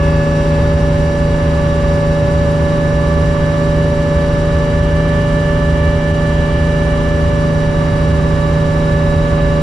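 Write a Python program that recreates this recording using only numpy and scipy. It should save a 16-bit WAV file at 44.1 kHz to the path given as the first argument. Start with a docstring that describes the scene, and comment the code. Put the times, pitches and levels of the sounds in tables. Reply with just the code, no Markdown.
"""A piston engine's drone, with rotor throb and gear whine, from a stereo microphone inside a helicopter.
One slowly drifting shaft speed drives the six cylinders, the rotors and the gearbox, and all their tones
waver once per rotor turn. At the microphone the whines swell and fade as the speed slides them over the
cabin's resonances and as level flight eases into a bank. Under them the cabin booms, the engine bay
roars through the bulkhead and air rushes past the windows, all pulsing with the blades."""
import sys
import numpy as np
from scipy.fft import rfft, irfft, next_fast_len
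from scipy.io import wavfile
from scipy.ndimage import uniform_filter1d, minimum_filter1d, map_coordinates

SR = 44100
rng = np.random.default_rng(int(sys.argv[2]) if len(sys.argv) > 2 else 0)


def digitize_waveform(pressure):
    """Quantize a signal to 16-bit integers and store it at the path in sys.argv[1].

    Rows of a 2-D input are taken as channels; values are limited to [-1, 1].
    """
    field = np.atleast_2d(pressure).T
    bounded = np.clip(field, -1, 1)
    quanta = np.round(bounded * 32767).astype(np.int16)
    wavfile.write(sys.argv[1], SR, quanta)


N = 424241
T = np.arange(N) / SR

# engine shaft speed: time_s, speed_hz
SHAFT_SPEED = [(0.0, 52.0), (0.25, 52.067), (0.75, 52.331), (1.1, 52.421), (2.0, 52.31), (2.8, 52.479),
               (3.4, 52.569), (4.4, 52.51), (5.1, 52.8), (7.05, 52.78), (7.6, 52.62), (8.2, 52.49),
               (8.6, 52.543), (9.05, 52.38), (9.62, 52.42)]
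# strong engine orders: cycles_per_two_turns, level_db
ENGINE_ORDERS = [(4, -35.5), (5, -37), (6, -17.5), (7, -35.5), (8, -39.5), (9, -29), (10, -28), (12, -33.5),
                 (13, -37.5), (14, -47.5), (15, -29), (16, -40), (18, -36.5), (20, -42), (21, -39.5),
                 (28, -44.5), (31, -46), (32, -39), (34, -40), (36, -47.5), (38, -43), (40, -45.5),
                 (43, -51.5), (45, -43), (46, -49.5), (50, -49.5)]
# the faint orders between them: pitch_hz, level_db
FAINT_ORDERS = [(250, -52), (600, -49.5), (1200, -50.5), (1500, -58), (2000, -61.5), (2600, -65),
                (3400, -71), (4200, -91)]
# main rotor throb, at three times the blade rate: time_s, level_db
ROTOR_THROB = [(0.0, -25), (1.5, -27), (2.7, -30), (4.0, -30), (4.8, -21), (5.7, -24), (6.6, -23),
               (8.2, -30.5), (9.62, -22.5)]
# other main and tail rotor tones: cycles_per_shaft_turn, level_db
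BLADE_TONES = [(.30246, -43), (1.378, -28.5), (1.401, -26)]
# main gear mesh tone, following the drive train's load: time_s, level_db, left_minus_right_db
MESH_LOAD = [(0.0, -20, -1), (0.6, -19.5, -0.5), (1.35, -21.5, -4), (2.25, -19.5, -2.5), (3.0, -20, -2.8),
             (4.0, -19.5, -2.6), (6.5, -22, -4.5), (8.1, -22.5, -3.5), (9.62, -21, -3.8)]
# gear and accessory whines: cycles_per_shaft_turn
GEAR_ORDERS = [36, 41, 44, 50, 53, 54, 55, 60, 66, 73.5, 74, 76.5, 77, 88, 91, 99, 108, 109, 111, 132, 143]
# each whine's standing wave at the microphone, around cruise speed (bend < 0 on a resonance, > 0 in a node):
# left_db, right_db, left_slope_db_per_hz, right_slope_db_per_hz, bend_db_per_hz2, bank_db
WHINE_WAVES = [(-47, -53.5, 4.5, 9, 1.5, 1), (-53, -57.5, -13, -6, 10, -2),
               (-45.5, -49.5, 18, -7.5, 7, 1.5), (-51.5, -55.5, -20.5, -13, 12.5, 0.5),
               (-51, -57.5, -4.5, -5, -1, -5), (-50, -45.5, 7, 7.5, 32, 2), (-44.5, -49.5, 9, 7.5, 3, -1),
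               (-52.5, -54.5, 29.5, 0.5, 12, 1.5), (-60.5, -58, 5, 5.5, 42, -1),
               (-49.5, -49.5, -2.5, -1, -28, 3), (-53, -56, 6, 5, 26, 3), (-58.5, -57.5, 4, 4, 6, 2),
               (-57, -56.5, -8, -2, -16, 1), (-49.5, -54, -0.5, -12.5, -11.5, -2.5),
               (-56.5, -61.0, -12, -4.5, -5, -1), (-55.5, -67, -1, -3, 3, 1),
               (-49.5, -56, -13, -9, -21.5, -3.5), (-58, -58.5, -7.5, 6, 16, 0),
               (-59.0, -62, 11.5, 7, -4, 0), (-62.5, -63.5, -10, -7, -10, 2), (-58, -68, -6, 9, 6, 0)]
# standing waves of the mesh's second and third harmonics: same columns
SECOND_WAVE = (-42.5, -31, -9, 0, -2, 2.5)
THIRD_WAVE = (-38.5, -30, 0, 7, 21.5, 0)
# easing into the bank: time_s, bank_share
BANKING = [(7.6, 0), (9.0, 1)]
# cabin boom, all around the microphone: frequency_hz, density_db
BOOM_SPECTRUM = [(8, -53), (18, -53), (27, -41.5), (38, -39.5), (48, -48), (58, -35.5), (71, -34.5),
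                 (88, -37.5), (125, -41.5), (200, -50), (270, -56), (480, -55), (620, -63.5), (1200, -110)]
# engine bay, behind the bulkhead: frequency_hz, density_db
BAY_SPECTRUM = [(300, -90.5), (620, -59.5), (980, -58), (1080, -60.5), (1170, -57), (1350, -65),
                (1450, -60), (1650, -66), (2150, -67.5), (2450, -73.5), (2850, -73), (3700, -76),
                (4300, -83.5), (7000, -105)]
# air, just outside the windows: frequency_hz, density_db
AIR_SPECTRUM = [(800, -90), (4200, -81), (5000, -79.5), (6500, -82), (8200, -83.5), (10300, -86.5),
                (10800, -93.5), (11500, -102), (13900, -107), (14700, -118)]
# likeness of the noise at the microphone's two sides: frequency_hz, correlation
STEREO_LIKENESS = [(100, 0.97), (250, 1), (480, 1), (700, -0.58), (1200, -0.18), (1700, 0.14), (3400, 0.36),
                   (5000, 0.28), (7000, -0.083)]

CRUISE_HZ, ROTOR_PER_SHAFT_TURN = 52.53, .10082
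BLADES, GEAR_TEETH = 3, 11


def amp(db):
    """Decibels to gain."""
    return np.exp(np.asarray(db) * (np.log(10) / 20))


def along(points, hz):
    """(Hz, value) points read on a log axis."""
    f, v = np.transpose(points)
    return np.interp(np.log(hz + 1), np.log(f + 1), v)


def curves(rows):
    """One value per sample for each column after the time."""
    times, *columns = np.transpose(rows)
    return [np.interp(T, times, column) for column in columns]


def wobble(rate):
    """A smooth random curve with rate knots a second."""
    coarse = np.linspace(0, T[-1], 2000)
    knots = rng.standard_normal(400)
    return np.interp(T, coarse, map_coordinates(knots, [coarse * rate], mode="mirror"))


def panned(db):
    """Left and right gains of constant power for a level difference."""
    gains = amp(np.array([db, -db]) / 2).reshape(2, -1)
    return gains / np.sqrt(np.mean(gains ** 2, axis=0))


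def cycle(turns):
    """A sine that runs once per turn."""
    return np.sin((2 * np.pi * (turns - np.floor(turns))).astype(np.float32))


def tone(turns, drift_db, flutter_db, spread, lag=0):
    """A fluttering tone; each side drifts in level and phase. Spread and right-side lag are in cycles."""
    phase = turns + rng.random()
    flutter = flutter_db * wobble(14)
    return np.array([amp(flutter + drift_db * wobble(1.226))
                     * cycle(phase - side * lag + spread * wobble(0.388)) for side in range(2)])


def rush(spectrum):
    """Stereo noise with the given power per Hz, nearly alike on both sides in the bass."""
    size = next_fast_len(N + SR // 4)
    hz = np.fft.rfftfreq(size, 1 / SR)
    width = np.arccos(np.clip(along(STEREO_LIKENESS, hz), -1, 1)) / 2
    gain = amp(along(spectrum, hz)) * np.sqrt(SR / 2) * np.array([np.cos(width), np.sin(width)])
    mid, side = irfft(rfft(rng.standard_normal((2, size))) * gain, size)[:, :N]
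    return np.array([mid + side, mid - side])


def engine_drone(shaft, speed, load_db):
    """Four-stroke exhaust, led by six firings per two turns: brighter under load, softer at speed."""
    drone = np.zeros((2, N))
    for order, db in ENGINE_ORDERS:
        bright_db = 0.61 * min(order / 59, 1) * load_db
        partial = tone(order * shaft / 2, drift_db=0.7, flutter_db=0.5, spread=0.0044 * order)
        drone += amp(db + bright_db) * partial
    return drone * amp(-1.5 * (speed - CRUISE_HZ))


def engine_clatter(shaft):
    """A comb of faint orders between the strong ones, repeating with each four-stroke cycle."""
    size = 8192
    orders = np.arange(size // 2 + 1)
    hz = orders * CRUISE_HZ / 2
    faint = (hz > FAINT_ORDERS[0][0]) & (hz < FAINT_ORDERS[-1][0]) & (orders % GEAR_TEETH > 0)
    faint &= ~np.isin(orders, np.transpose(ENGINE_ORDERS)[0])
    # each order reaches each side of the microphone with its own strength and delay
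    level = faint * amp(along(FAINT_ORDERS, hz) + 2.1 * rng.standard_normal((2, len(hz))))
    phase = rng.random(len(hz)) + 0.13 * rng.standard_normal((2, len(hz)))
    one_cycle = irfft(level * np.exp(2j * np.pi * phase)) * size / 2
    position = (shaft / 2) % 1 * size
    clatter = np.array([np.interp(position, np.arange(size), side) for side in one_cycle])
    return clatter * amp(0.52 * wobble(9.3))


def rotors(shaft):
    """Low blade tones from overhead and the tail: the throb swells and fades, two close tones beat."""
    throb_db, = curves(ROTOR_THROB)
    tones = [(3 * BLADES * ROTOR_PER_SHAFT_TURN, throb_db)] + BLADE_TONES
    return sum(amp(db) * tone(order * shaft, drift_db=0.8, flutter_db=1.0, spread=.01)
               for order, db in tones)


def standing_wave(speed, bank, left_db, right_db, left_slope, right_slope, bend, bank_db):
    """A tone's gain at the microphone as it slides over cabin resonances and the helicopter banks."""
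    off_hz = speed - CRUISE_HZ
    sides_db = np.array([left_db + left_slope * off_hz, right_db + right_slope * off_hz])
    return amp(sides_db + bend * off_hz ** 2 + bank_db * bank)


def main_gear(shaft, rotor, speed, bank, mesh_db, pan_db):
    """Meshing teeth sing in three harmonics, pulsing with the load from the rotor and the engine."""
    mesh = GEAR_TEETH * shaft
    blade, stroke = cycle(BLADES * rotor), cycle(shaft / 2)
    first = tone(mesh, drift_db=0.6, flutter_db=0.38, spread=0.017)
    first *= amp(mesh_db + 0.62) * panned(pan_db) * (1 + 0.068 * blade)
    second = tone(2 * mesh, drift_db=2.6, flutter_db=2.2, spread=0.066, lag=.32)
    second *= standing_wave(speed, bank, *SECOND_WAVE) * (1 + .32 * blade + 0.25 * stroke)
    third = tone(3 * mesh, drift_db=0.5, flutter_db=1.17, spread=0.028)
    third *= standing_wave(speed, bank, *THIRD_WAVE)
    third *= 1 + 0.049 * cycle(rotor) + 0.12 * stroke + 0.1 * cycle(shaft)
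    return first + second + third


def gear_whines(shaft, rotor, speed, bank):
    """High gear tones swell and fade with speed and bank, pulsing with the blades and engine cycle."""
    whines = np.zeros((2, N))
    for order, wave in zip(GEAR_ORDERS, WHINE_WAVES):
        blade_phase, stroke_phase = rng.random(2)
        load = 1 + 0.19 * cycle(BLADES * rotor + blade_phase) + 0.087 * cycle(shaft / 2 + stroke_phase)
        whine = tone(order * shaft, drift_db=0.3, flutter_db=1.3, spread=0.05)
        whines += standing_wave(speed, bank, *wave) * load * whine
    return whines


def cabin_boom(rotor):
    """The cabin rumbles around the microphone, pulsing gently with each blade and rotor turn."""
    pulse = 1 + 0.035 * cycle(BLADES * rotor) + 0.047 * cycle(rotor)
    return rush(BOOM_SPECTRUM) * pulse * amp(0.23 * wobble(3.05)) * panned(-0.8)


def engine_bay(shaft, rotor):
    """Midrange noise comes through the bulkhead, pulsing with the blades, the shaft and the firings."""
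    pulse = 1 + 0.13 * cycle(BLADES * rotor) + 0.054 * cycle(shaft) + 0.038 * cycle(3 * shaft)
    return rush(BAY_SPECTRUM) * pulse * amp(0.45 * wobble(6)) * panned(0.53)


def window_air(rotor):
    """Air hisses past the nearby windows, pulsing with each blade and rotor turn."""
    pulse = 1 - 0.16 * cycle(BLADES * rotor) + 0.072 * cycle(rotor)
    return rush(AIR_SPECTRUM) * pulse * amp(.3 * wobble(5.6)) * panned(-.7)


def scene():
    """The drive train's tones over the rushing noise, as they reach the microphone in the cabin."""
    speed, = curves(SHAFT_SPEED)
    bank, = curves(BANKING)
    mesh_db, pan_db = curves(MESH_LOAD)
    turns = np.cumsum(speed) / SR
    rotor = ROTOR_PER_SHAFT_TURN * turns
    # the rotor's uneven drag twists the drive train back and forth once per rotor turn
    twist = 0.0019 * cycle(rotor) * (1 + 0.18 * wobble(0.91))
    shaft = turns - twist + 0.00025 * wobble(23)
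    tones = rotors(shaft) + engine_drone(shaft, speed, mesh_db - mesh_db.mean()) + engine_clatter(shaft)
    tones += main_gear(shaft, rotor, speed, bank, mesh_db, pan_db)
    tones += gear_whines(shaft, rotor, speed, bank)
    return np.sqrt(2) * tones + cabin_boom(rotor) + engine_bay(shaft, rotor) + window_air(rotor)


def record(dry):
    """A limiter after the microphone ducks the highest crests; nothing passes above the band limit."""
    ceiling, top_hz = .78, 14800
    needed = ceiling / np.maximum(np.abs(dry).max(axis=0), ceiling)
    gain = uniform_filter1d(minimum_filter1d(needed, size=900), size=600)
    size = next_fast_len(N + SR // 4)
    passband = np.fft.rfftfreq(size, 1 / SR) < top_hz
    return irfft(rfft(dry * gain, size) * passband, size)[:, :N]


dry = scene()
out = record(dry)
digitize_waveform(out)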